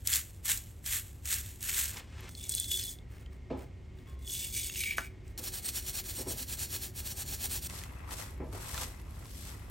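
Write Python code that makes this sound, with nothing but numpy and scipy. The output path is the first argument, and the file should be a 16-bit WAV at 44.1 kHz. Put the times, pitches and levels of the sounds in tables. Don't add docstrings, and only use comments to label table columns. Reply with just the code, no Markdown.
import sys
import numpy as np
from scipy import signal
from scipy.fft import rfft, irfft, next_fast_len
from scipy.io import wavfile
from scipy.ndimage import uniform_filter1d

SR = 44100
rng = np.random.default_rng(int(sys.argv[2]) if len(sys.argv) > 2 else 0)


def file_out(sig):
    cols = np.atleast_2d(sig).T
    lim = np.clip(cols, -1, 1)
    pcm = np.round(lim * 32767).astype(np.int16)
    wavfile.write(sys.argv[1], SR, pcm)


N = 427769

# time in seconds, relative glove level in dB, wet level over the glove in dB.
KNEADING = [(7.68, -71, 5), (7.7, -53.5, 3.5), (7.79, -50, -8), (7.85, -57.5, 1), (7.89, -66, 9.5),
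            (8.06, -69.5, 15.5), (8.14, -44, -2), (8.15, -56.5, -1), (8.2, -48, 0.5), (8.35, -67, 5.5),
            (8.4, -77, 18), (8.51, -71, -1), (8.53, -57, 4.5), (8.84, -44.5, -3), (8.86, -53, -2),
            (8.99, -67, 7), (9.0, -61, -1), (9.02, -70.5, 8.5), (9.24, -61.5, 5.5), (9.36, -56, -33),
            (9.48, -52, -2), (9.56, -61.5, 2), (9.7, -68.5, 10.5)]
# frequency in Hz, relative density in dB per Hz.
CLOTH = [(300, -0.5), (700, 0), (1200, 0.5), (2500, 2.5), (4500, -6), (8000, -8.5), (16000, -24)]


def undb(db):
    return np.exp(np.asarray(db) * (np.log(10) / 20))


def level(x, db):
    return x * undb(db) / np.sqrt(np.mean(x ** 2))


def curve(table, column):
    rows = np.array(table)
    return undb(np.interp(np.arange(N) / SR, rows[:, 0], rows[:, column], left=-200, right=-200))


def colour(x, spectrum, size=2048):
    hz, db = np.transpose(spectrum)
    bin_hz = np.maximum(np.arange(size // 2 + 1) * SR / size, 1)
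    log_gain = np.interp(np.log(bin_hz), np.log(hz), db) * np.log(10) / 20
    cepstrum = irfft(log_gain)
    cepstrum[1:size // 2] *= 2
    cepstrum[size // 2 + 1:] = 0
    impulse = irfft(np.exp(rfft(cepstrum)))
    return signal.oaconvolve(x, impulse)[:N]


def ring(modes):
    t = np.arange(SR // 2) / SR
    h = np.zeros(len(t))
    for k, (hz, db, t60_s) in enumerate(modes):
        h += (-1) ** k * undb(db - 60 * t / t60_s) * np.sin(2 * np.pi * hz * t)
    return h / np.abs(h).max()


def walk(rate_hz):
    hold = int(SR / rate_hz)
    steps = np.repeat(rng.standard_normal(N // hold + 1), hold)
    return uniform_filter1d(steps, hold)[:N]


def grains(per_s, spread_db, smear_s, rub, patchy_db):
    chance = rng.random(N) * SR / per_s
    hit_power = np.where(chance < 1, np.maximum(chance, .04) ** (-spread_db / 4.3), 0)
    burst = np.sqrt(signal.lfilter([1], [1, -np.exp(-1 / (smear_s * SR))], hit_power))
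    noise = rng.standard_normal((2, N))
    mixed = level(burst * noise[0], 0) + rub * noise[1]
    return mixed * undb(patchy_db * walk(60))


def shimmer(x, modes, wander_db, rate_hz):
    out = 0
    for k, (hz, db, t60_s) in enumerate(modes):
        radius = undb(-60 / (t60_s * SR))
        poles = [1, -2 * radius * np.cos(2 * np.pi * hz / SR), radius * radius]
        drive = x * undb(wander_db * walk(rate_hz))
        out = out + (-1) ** k * undb(db) * signal.lfilter([1, 0, -1], poles, drive)
    return level(out, 0)


def add(out, start_s, sound):
    i = int(start_s * SR)
    out[i:i + len(sound)] += sound[:N - i]


def ticks(table, t60_s, width, ping_db):
    out, t = np.zeros(N), np.arange(SR // 30) / SR
    for (start_s, db, hz), noise in zip(table, rng.standard_normal((len(table), len(t)))):
        burst = np.sign(noise) * undb(-60 * t / t60_s)
        crack = signal.lfilter(*signal.iirpeak(hz, 1 / width, SR), burst)
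        ping = undb(ping_db - 60 * t * hz / 55) * np.sin(2 * np.pi * hz * t)
        both = crack / np.abs(crack).max() + ping
        bass_cut = signal.butter(2, 0.59 * hz, "highpass", fs=SR)
        add(out, start_s, undb(db) * signal.lfilter(*bass_cut, both))
    return out


def place(x, sides):
    hz, db, lead_rad = np.transpose(sides)
    size = next_fast_len(N)
    f = np.arange(size // 2 + 1) * SR / size
    half = undb(np.interp(f, hz, db) / 2) * np.exp(.5j * np.interp(f, hz, lead_rad))
    return irfft(rfft(x, size) * np.array([half, 1 / half]), size)[:, :N]


def kitchen():
    # frequency in Hz, relative density in dB per Hz.
    air_spectrum = [(15, -52.5), (25, -24), (49, -1.5), (70, -2.5), (200, -17.5), (373, -23.5),
                    (476, -31.5), (545, -30.5), (695, -36.5), (1400, -44), (2840, -41), (3160, -42),
                    (3920, -47.5), (7710, -51.5), (16000, -68)]
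    # time in seconds, air noise gain in dB, whine gain in dB.
    air_swell = [(0, -4.5, -16), (2.19, -2, -4), (2.21, -1.5, -1.5), (6.3, .6, 1.5), (7.5, 2, -2),
                 (9.7, 1, -7)]
    # time in seconds, drone gain in dB.
    drone_swell = [(0, 0), (2.2, 0.5), (3.5, -1), (6.8, 0), (7.3, 4.5), (7.7, -2.5), (8.7, 3), (9.7, 0.5)]
    # frequency in Hz, width in Hz, level before the swell in dB.
    drone_lines = [(41, 6.1, -58.5), (67, 3.2, -51.5), (96.1, 11, -53)]
    # frequency in Hz, width in Hz, level before the swell in dB.
    whine_lines = [(255.4, 11, -69.5), (372.2, 10, -64.5), (2147, 80, -72), (1883, 53, -77)]
    mid, side = (colour(rng.standard_normal(N), air_spectrum, size=8192) for _ in range(2))
    side_band = signal.butter(1, [350, 1800], "bandpass", fs=SR, output="sos")
    side = signal.sosfilt(side_band, side)
    out = level(mid + .8 * np.array([side, -side]), -49) * curve(air_swell, 1)
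    for lines, swell in ((drone_lines, curve(drone_swell, 1)), (whine_lines, curve(air_swell, 2))):
        for hz, width_hz, db in lines:
            line = signal.lfilter(*signal.iirpeak(hz, hz / width_hz, SR), rng.standard_normal(N))
            out += level(line, db) * swell
    return out


def thuds():
    # start in seconds, relative level in dB, push t60 in seconds, slap gain in dB.
    blows = [(3.499, -25, 0.39, -22), (5.385, -40.5, 0.36, -45), (6.175, -34.5, 0.42, -43),
             (6.257, -30.5, 0.39, -45), (6.39, -40, 0.14, -45), (8.1, -43, 0.28, -45),
             (8.396, -29.5, 0.4, -45), (8.527, -35, 0.24, -45), (4.985, -43, 0.19, -45)]
    # frequency in Hz, relative level in dB, t60 in seconds.
    worktop_modes = [(152, -7.5, 0.051), (262, -5, 0.07), (370, 1, 0.03), (485, -1, 0.022),
                     (610, -2.5, 0.024), (850, -5, 0.02), (1033, -9.5, 0.019), (1275, -17.5, 0.032),
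                     (1680, -14, 0.011), (2300, -15, 0.012)]
    slap_hz, slap_t60_s = (1400, 4200), 0.32
    push_rise_s, slap_rise_s = 0.0035, 0.0065
    out, t = np.zeros(N), np.arange(SR // 2) / SR
    slap_band = signal.butter(2, slap_hz, "bandpass", fs=SR)
    for (start_s, db, t60_s, slap_db), noise in zip(blows, rng.standard_normal((len(blows), len(t)))):
        push = noise * (1 - np.exp(-t / push_rise_s)) * undb(-60 * t / t60_s)
        boom = signal.oaconvolve(push, ring(worktop_modes))[:len(t)]
        add(out, start_s, level(boom, db - 23.5 + 10 * np.log10(t60_s / 0.23)))
        slap_decay = undb(db + slap_db - 60 * t / slap_t60_s)
        slap = signal.lfilter(*slap_band, noise * (1 - np.exp(-t / slap_rise_s)) * slap_decay)
        add(out, start_s, slap)
    return out


def sleeve():
    # time in seconds, relative rustle level in dB.
    rustle = [(1.85, -63), (1.92, -60), (1.926, -55), (1.956, -54), (1.972, -45.5), (2.07, -66),
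              (2.24, -52), (2.292, -55), (2.295, -55)]
    cloth = grains(490, 1.9, 0.0036, rub=0.85, patchy_db=-1.0)
    return level(colour(cloth, CLOTH), 1.2) * curve(rustle, 1)


def twisting():
    # burrs bite in seconds, hardest point in seconds, hand stops in seconds,
    # relative level at the hardest in dB, at the stop in dB.
    twists = [(0.069, 0.159, .25, -31, -56), (0.455, 0.512, 0.6, -27, -53.5),
              (.86, 0.953, 1.037, -30, -53.5), (1.255, 1.324, 1.448, -33, -49.5),
              (1.624, 1.79, 1.998, -31.5, -53.5)]
    rise_s, crest_s, away_s = 0.034, 0.007, 0.0098
    bite_db, before_bite_db = -10.5, -35.5
    crumbs_at_start_db, trickle_db_per_s = -60, -72.5
    rows = []
    for bite_s, hardest_s, stop_s, db, stop_db in twists:
        rise_start_s = bite_s - rise_s
        if rows:
            last_s, last_db = rows[-1]
            rows.append((rise_start_s, last_db + trickle_db_per_s * (rise_start_s - last_s)))
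        else:
            rows += [(0, crumbs_at_start_db), (rise_start_s, db + before_bite_db)]
        rows += [(bite_s, db + bite_db), (hardest_s - crest_s, db), (hardest_s + crest_s, db)]
        rows.append((stop_s, stop_db))
    rows.append((stop_s + away_s, db + before_bite_db))
    return curve(rows, 1)


def mill():
    # frequency in Hz, relative density in dB per Hz.
    spectrum = [(500, -25), (1000, -18.5), (1800, -5), (3500, -5.5), (5000, -9), (7500, -0.5), (9300, -2.5),
                (11000, -0.5), (13500, -3), (16000, -8.5)]
    # start in seconds, relative level in dB, pitch in Hz.
    mill_ticks = [(0.0728, -5.5, 7200), (0.1296, -12, 3400), (0.1374, -8, 7300), (0.1494, -11, 7300),
                  (0.1574, -6.5, 7350), (0.1674, -14, 6600), (0.4578, -29, 7460), (0.4912, -15.5, 1800),
                  (0.5746, -18, 7660), (0.8613, -16, 6660), (0.9072, -28, 7650), (0.9644, -35, 6070),
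                  (1.2555, -19, 6960), (1.3088, -28, 7460), (1.3414, -13, 8300), (1.6071, -29, 7900),
                  (1.6276, -18, 8800), (1.682, -28, 8470), (1.7624, -26, 8580), (1.8844, -22, 8580),
                  (1.9699, -27, 2200), (2.2074, -24, 11500)]
    grit = colour(grains(900, 4.17, 0.001, rub=0.91, patchy_db=2.0), spectrum)
    return level(grit, 2.13) * twisting() + undb(-7.5) * ticks(mill_ticks, 0.021, 2.4, ping_db=-6.0)


def press():
    # time in seconds, relative crushing level in dB,
    # low ring over crushing in dB, cup ring over crushing in dB.
    squeezes = [
        [(2.29, -57, -10, -10), (2.326, -62.5, -26, -3), (2.452, -48.5, -3, 2), (2.486, -53, -15, -3),
         (2.492, -42.5, -25, -3), (2.578, -42, -37, 5), (2.702, -47, -28, 7), (2.714, -37, -36, 4),
         (2.926, -49, -29, 2), (3.02, -98, -11, 9)],
        [(4.19, -63, -12, -7), (4.194, -73, -18, -8), (4.314, -40.5, -30, 0), (4.44, -42, -9, -12),
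         (4.512, -49.5, -13, -1), (4.568, -37.5, -3, -10), (4.724, -49.5, -4, -6), (4.796, -40.5, 4.5, -20),
         (4.916, -48, 16, -24), (4.962, -58.5, 15, -18), (4.978, -47.5, 8, -21), (5.066, -58.5, 15, -20),
         (5.13, -101, 24, -3)],
    ]
    # start in seconds, relative level in dB, pitch in Hz.
    press_ticks = [(2.3511, -33, 4240), (2.4399, -27.5, 7300), (2.494, -15.5, 8750), (2.4979, -22, 8550),
                   (2.522, -20, 8550), (2.5504, -13, 9300), (2.5996, -13, 9000), (2.6107, -34, 3400),
                   (2.7158, -26, 3300), (2.7961, -28, 3540), (2.987, -41, 3470), (2.5396, -28, 4080),
                   (2.5816, -25, 4000), (2.643, -30, 4130), (2.829, -27, 5100), (3.3269, -57.5, 5450),
                   (3.2615, -45, 3130), (3.9875, -48.5, 3540), (4.2765, -34, 3350), (4.299, -31, 3420),
                   (4.3516, -28, 3440), (4.6977, -26, 2730), (4.7581, -26.5, 2770), (4.792, -23, 6350),
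                   (4.837, -22, 2750), (4.9194, -31, 2410), (5.2797, -44, 8000)]
    # start in seconds, length in seconds, relative level in dB.
    scuffs = [(3.113, .11, -66.5), (3.328, 0.0067, -69), (3.593, .03, -62.5), (3.977, .03, -70.5),
              (4.086, 0.016, -65), (5.27, 0.022, -67), (5.38, .01, -76)]
    # frequency in Hz, relative density in dB per Hz.
    clove = [(900, -42), (1500, -14.5), (2600, 1), (3500, 3.5), (5500, 2), (7000, 4.5), (9000, 7.5),
             (11000, 4.5), (12500, 2), (14500, 7), (16000, -4)]
    # frequency in Hz, relative level in dB, t60 in seconds.
    steel_modes = [(2890, 5.5, 0.008), (4050, 6, 0.011), (5130, -31, 0.012), (5900, -1.5, 0.049),
                   (6560, -3, 0.049), (7230, 4.5, 0.016)]
    low_modes = [(2297, 16, 0.024), (2400, -15, 0.015)]
    cup_modes = [(3447, 8, 0.031), (3040, 17, 0.0022), (3440, -11.5, 0.02)]
    high_modes = [(8270, -11, 0.06), (8760, 7.5, 0.024), (8900, -2.5, 0.029), (11570, 15.5, 0.012)]
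    snap_modes = [(630, -6.5, 0.01), (1000, -0.5, 0.0057), (1390, 4.5, 0.0097), (1950, 4.5, 0.0048),
                  (3140, 0.5, 0.0016), (6400, -9.5, 0.0064)]
    clink_modes = [(1073, -3, 1), (2730, -11, 0.33), (3400, -6, 0.7)]
    scuff_rise_s, scuff_fall_s, scuff_depth_db = 0.028, 0.053, -12

    juice = grains(500, 1.9, 0.0013, rub=0.6, patchy_db=1.0)
    steel = undb(-5.5) * shimmer(juice, steel_modes, wander_db=4.0, rate_hz=30.)
    low = undb(-5.5) * shimmer(juice, low_modes, wander_db=1.5, rate_hz=30.)
    cup = undb(-4.2) * shimmer(juice, cup_modes, wander_db=3.2, rate_hz=30.)
    high = undb(-4.5) * shimmer(juice, high_modes, wander_db=5.0, rate_hz=30.)
    bursts = grains(78, 1.3, 0.00037, rub=0.05, patchy_db=4.5)
    crush = level(colour(juice + undb(-9.5) * bursts, clove), 4.24)
    rings = 0
    for q in squeezes:
        rings = rings + curve(q, 1) * (steel + high + low * curve(q, 2) + cup * curve(q, 3))
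    out = signal.sosfilt(signal.butter(4, 1900., "highpass", fs=SR, output="sos"), rings)
    out += crush * sum(curve(q, 1) for q in squeezes)

    scuff = undb(-5.0) * crush + level(colour(juice, CLOTH), 3.8)
    for start_s, length_s, db in scuffs:
        end_s, edge_db = start_s + length_s, db + scuff_depth_db
        swell = [(start_s - scuff_rise_s, edge_db), (start_s, db), (end_s, db),
                 (end_s + scuff_fall_s, edge_db)]
        out += scuff * curve(swell, 1)
    out += undb(-5.5) * ticks(press_ticks, 0.011, 0.37, ping_db=2.5)

    knock = ring(snap_modes)
    rattle = rng.standard_normal(len(knock)) * undb(-60 * np.arange(len(knock)) / SR / 0.093)
    rattle = signal.oaconvolve(rattle, knock)[:len(knock)]
    add(out, 4.9827, undb(-16.5) * (knock + undb(-26.5) * rattle))
    add(out, 4.068, undb(-55.5) * ring(clink_modes))
    return out


def grater():
    # start in seconds, relative peak level in dB.
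    strokes = [(5.377, -39.5), (5.405, -35.5), (5.511, -35.5), (5.616, -35), (5.716, -34), (5.818, -35),
               (5.924, -35.5), (6.027, -37), (6.136, -36), (6.247, -36), (6.353, -37.5), (6.457, -36),
               (6.566, -35.5), (6.677, -35), (6.79, -36), (6.929, -38), (7.027, -36.5), (7.146, -36),
               (7.249, -35.5), (7.378, -32), (7.484, -33.5), (7.606, -35.5)]
    # time in seconds, gain in dB.
    pause = [(6.84, 2.5), (6.89, -9), (6.93, -13), (6.96, 1.5)]
    # frequency in Hz, relative density in dB per Hz.
    spectrum = [(300, -8.5), (800, -17.5), (1700, -8.5), (2400, -5), (4400, -3.5), (7000, -3.5),
                (9500, -2.5), (10800, 3.5), (12700, -1.5), (16000, -2.5)]
    # frequency in Hz, relative level in dB, t60 in seconds.
    plate_modes = [(556, -14.5, 0.015), (780, -9.5, 0.035), (1754, -14, 0.018), (2340, -13.5, 0.045),
                   (4370, 1, 0.0057), (5580, 5.5, 0.016), (7180, 1, 0.0096), (8370, 7, 0.018)]
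    end_s = 7.674
    stroke_shares = np.array([0, 0.29, 0.74])
    pull_db, push_db = (-15.5, -3, -3.5), (-18.5, -7, -0.5)

    start_s, peak_db = np.transpose(strokes)
    length_s = np.diff(np.append(start_s, end_s))
    time_s = start_s[:, None] + length_s[:, None] * stroke_shares
    db = peak_db[:, None] + np.array([pull_db, push_db])[np.arange(len(start_s)) % 2]
    db[0, 0] = peak_db[0]
    rows = np.stack([time_s.ravel(), db.ravel()], axis=1)
    rows = np.vstack([rows, [end_s, peak_db[-1]]])
    hesitation_db = np.interp(np.arange(N) / SR, *np.transpose(pause))
    rasp = grains(1500, 0.57, 0.00063, rub=1.0, patchy_db=2.0)
    plate = undb(-8.5) * shimmer(rasp, plate_modes, wander_db=2.5, rate_hz=22.)
    return (level(colour(rasp, spectrum), -1.2) + plate) * curve(rows, 1) * undb(hesitation_db)


def pockets(count, low_hz, high_hz, cycles, glide):
    out = np.zeros(N)
    first_s = KNEADING[0][0]
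    for when, pitch, size in rng.random((count, 3)):
        hz = low_hz * (high_hz / low_hz) ** pitch
        turns = np.arange(int(3 * cycles * SR / hz)) * hz / SR
        phase = 2 * np.pi * turns * (1 + glide * turns / cycles)
        chirp = np.exp(-turns / cycles * 4.5) * np.sin(phase)
        add(out, first_s + when * (N / SR - first_s), undb(11.0 * size) * chirp)
    return out


def hand():
    # frequency in Hz, relative density in dB per Hz.
    glove_spectrum = [(1200, -9.5), (2500, -2), (5000, -1), (8000, -2.5), (9500, 5), (11000, 12.5),
                      (16000, -7.5)]
    fizz_spectrum = [(7000, -2), (9000, 5.5), (11000, -10.5), (12200, -19), (16000, -6.5)]
    # frequency in Hz, relative level in dB, t60 in seconds.
    filling_modes = [(670, -7, 0.014), (1036, 1, 0.012), (1356, -2, 0.012), (1960, -3, 0.017),
                     (2630, -8.5, 0.017)]
    # start in seconds, relative level in dB, pitch in Hz.
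    wet_pops = [(7.6985, -33, 2580), (7.816, -36, 1780), (7.837, -32, 2020), (8.1095, -36, 1870),
                (8.5285, -42, 1040), (8.693, -32, 1900), (8.7437, -26.5, 1780), (8.778, -26.5, 1350),
                (8.8038, -25, 6250), (8.819, -31, 1220), (8.9982, -44, 930), (9.2562, -40, 1040)]
    grip = curve(KNEADING, 1)
    firmness = grip / undb(-50)
    sides = []
    for side_db in (1.4, -1.4):
        crinkle = grains(560, 1.4, 0.0011, rub=0.65, patchy_db=1.0)
        fizz = level(colour(crinkle, fizz_spectrum), 3.0) * firmness ** 0.19
        glove = level(colour(crinkle, glove_spectrum), 2.3) + fizz
        squelch = grains(250, 3.5, 0.003, rub=1.0, patchy_db=-3.0)
        wet = undb(-4.5) * shimmer(squelch, filling_modes, wander_db=3.0, rate_hz=8.2)
        wet += level(pockets(count=500, low_hz=670.0, high_hz=2620.0, cycles=3.2, glide=0.062), -8.5)
        sides.append(undb(side_db) * grip * (glove + wet * curve(KNEADING, 2)))
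    tears = level(colour(grains(41, 3.5, 0.00054, rub=0.3, patchy_db=3.0), glove_spectrum), -66.5)
    tears *= firmness ** .35
    shared = 0.1 * (sides[0] + sides[1])
    pops = ticks(wet_pops, 0.0088, 3.7, ping_db=-10.5)
    return 0.87 * (np.array(sides) + shared) + tears + pops


def scene():
    # frequency in Hz, left minus right in dB,
    # left lead in radians.
    mill_sides = [(500, -2, 0), (1000, 5.5, -.2), (1700, 0, -0.24), (3000, 0.5, 0.34), (5000, 0, -0.091)]
    press_sides = [(500, 0.82, 0), (1200, 1.3, -1.1), (2160, 0, 1), (3320, 0.066, 0.72), (4400, 0, 0.33),
                   (5200, 0, -0.04)]
    grater_sides = [(500, 0, -0.17), (2400, 0, 1), (4300, 0, 0.16), (5200, 0, 0.012)]
    # frequency in Hz, relative level in dB.
    room_side = [(100, -7.5), (500, 12.5), (1500, 9), (4000, -22), (8000, -24.5)]
    room_t60_s = .25
    near = place(mill() + sleeve(), mill_sides) + place(press(), press_sides)
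    near = near + place(grater(), grater_sides) + hand()
    low = thuds()
    t = np.arange(SR // 3) / SR
    mid, side = rng.standard_normal((2, len(t))) * undb(-60 * t / room_t60_s)
    side = colour(side, room_side)[:len(t)]
    tail = (mid + 0.31 * np.array([side, -side])) / np.sqrt(np.sum(mid ** 2))
    wet = signal.oaconvolve(undb(-13) * near + undb(-9.5) * low, tail, axes=1)[:, :N]
    return near + low + wet + kitchen()


def record(dry):
    turn_from_hz, turn_to_hz, top_hz = 8450, 15500, 15950
    size = next_fast_len(N)
    hz = np.arange(size // 2 + 1) * SR / size
    left, right = rfft(dry, size)
    mid = (left + right) / 2
    side = (left - right) / 2 * np.interp(hz, [7600, turn_from_hz], [1, .25])
    turn_rad = np.interp(hz, [turn_from_hz, turn_to_hz], [0, 2 * np.pi])
    both = (mid + np.array([side, -side])) * np.exp(1j * np.array([-turn_rad, turn_rad]))
    top_cut = signal.ellip(10, .2, 80, top_hz, fs=SR, output="sos")
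    return signal.sosfilt(top_cut, irfft(both, size)[:, :N])


dry = scene()
out = record(dry)
file_out(out)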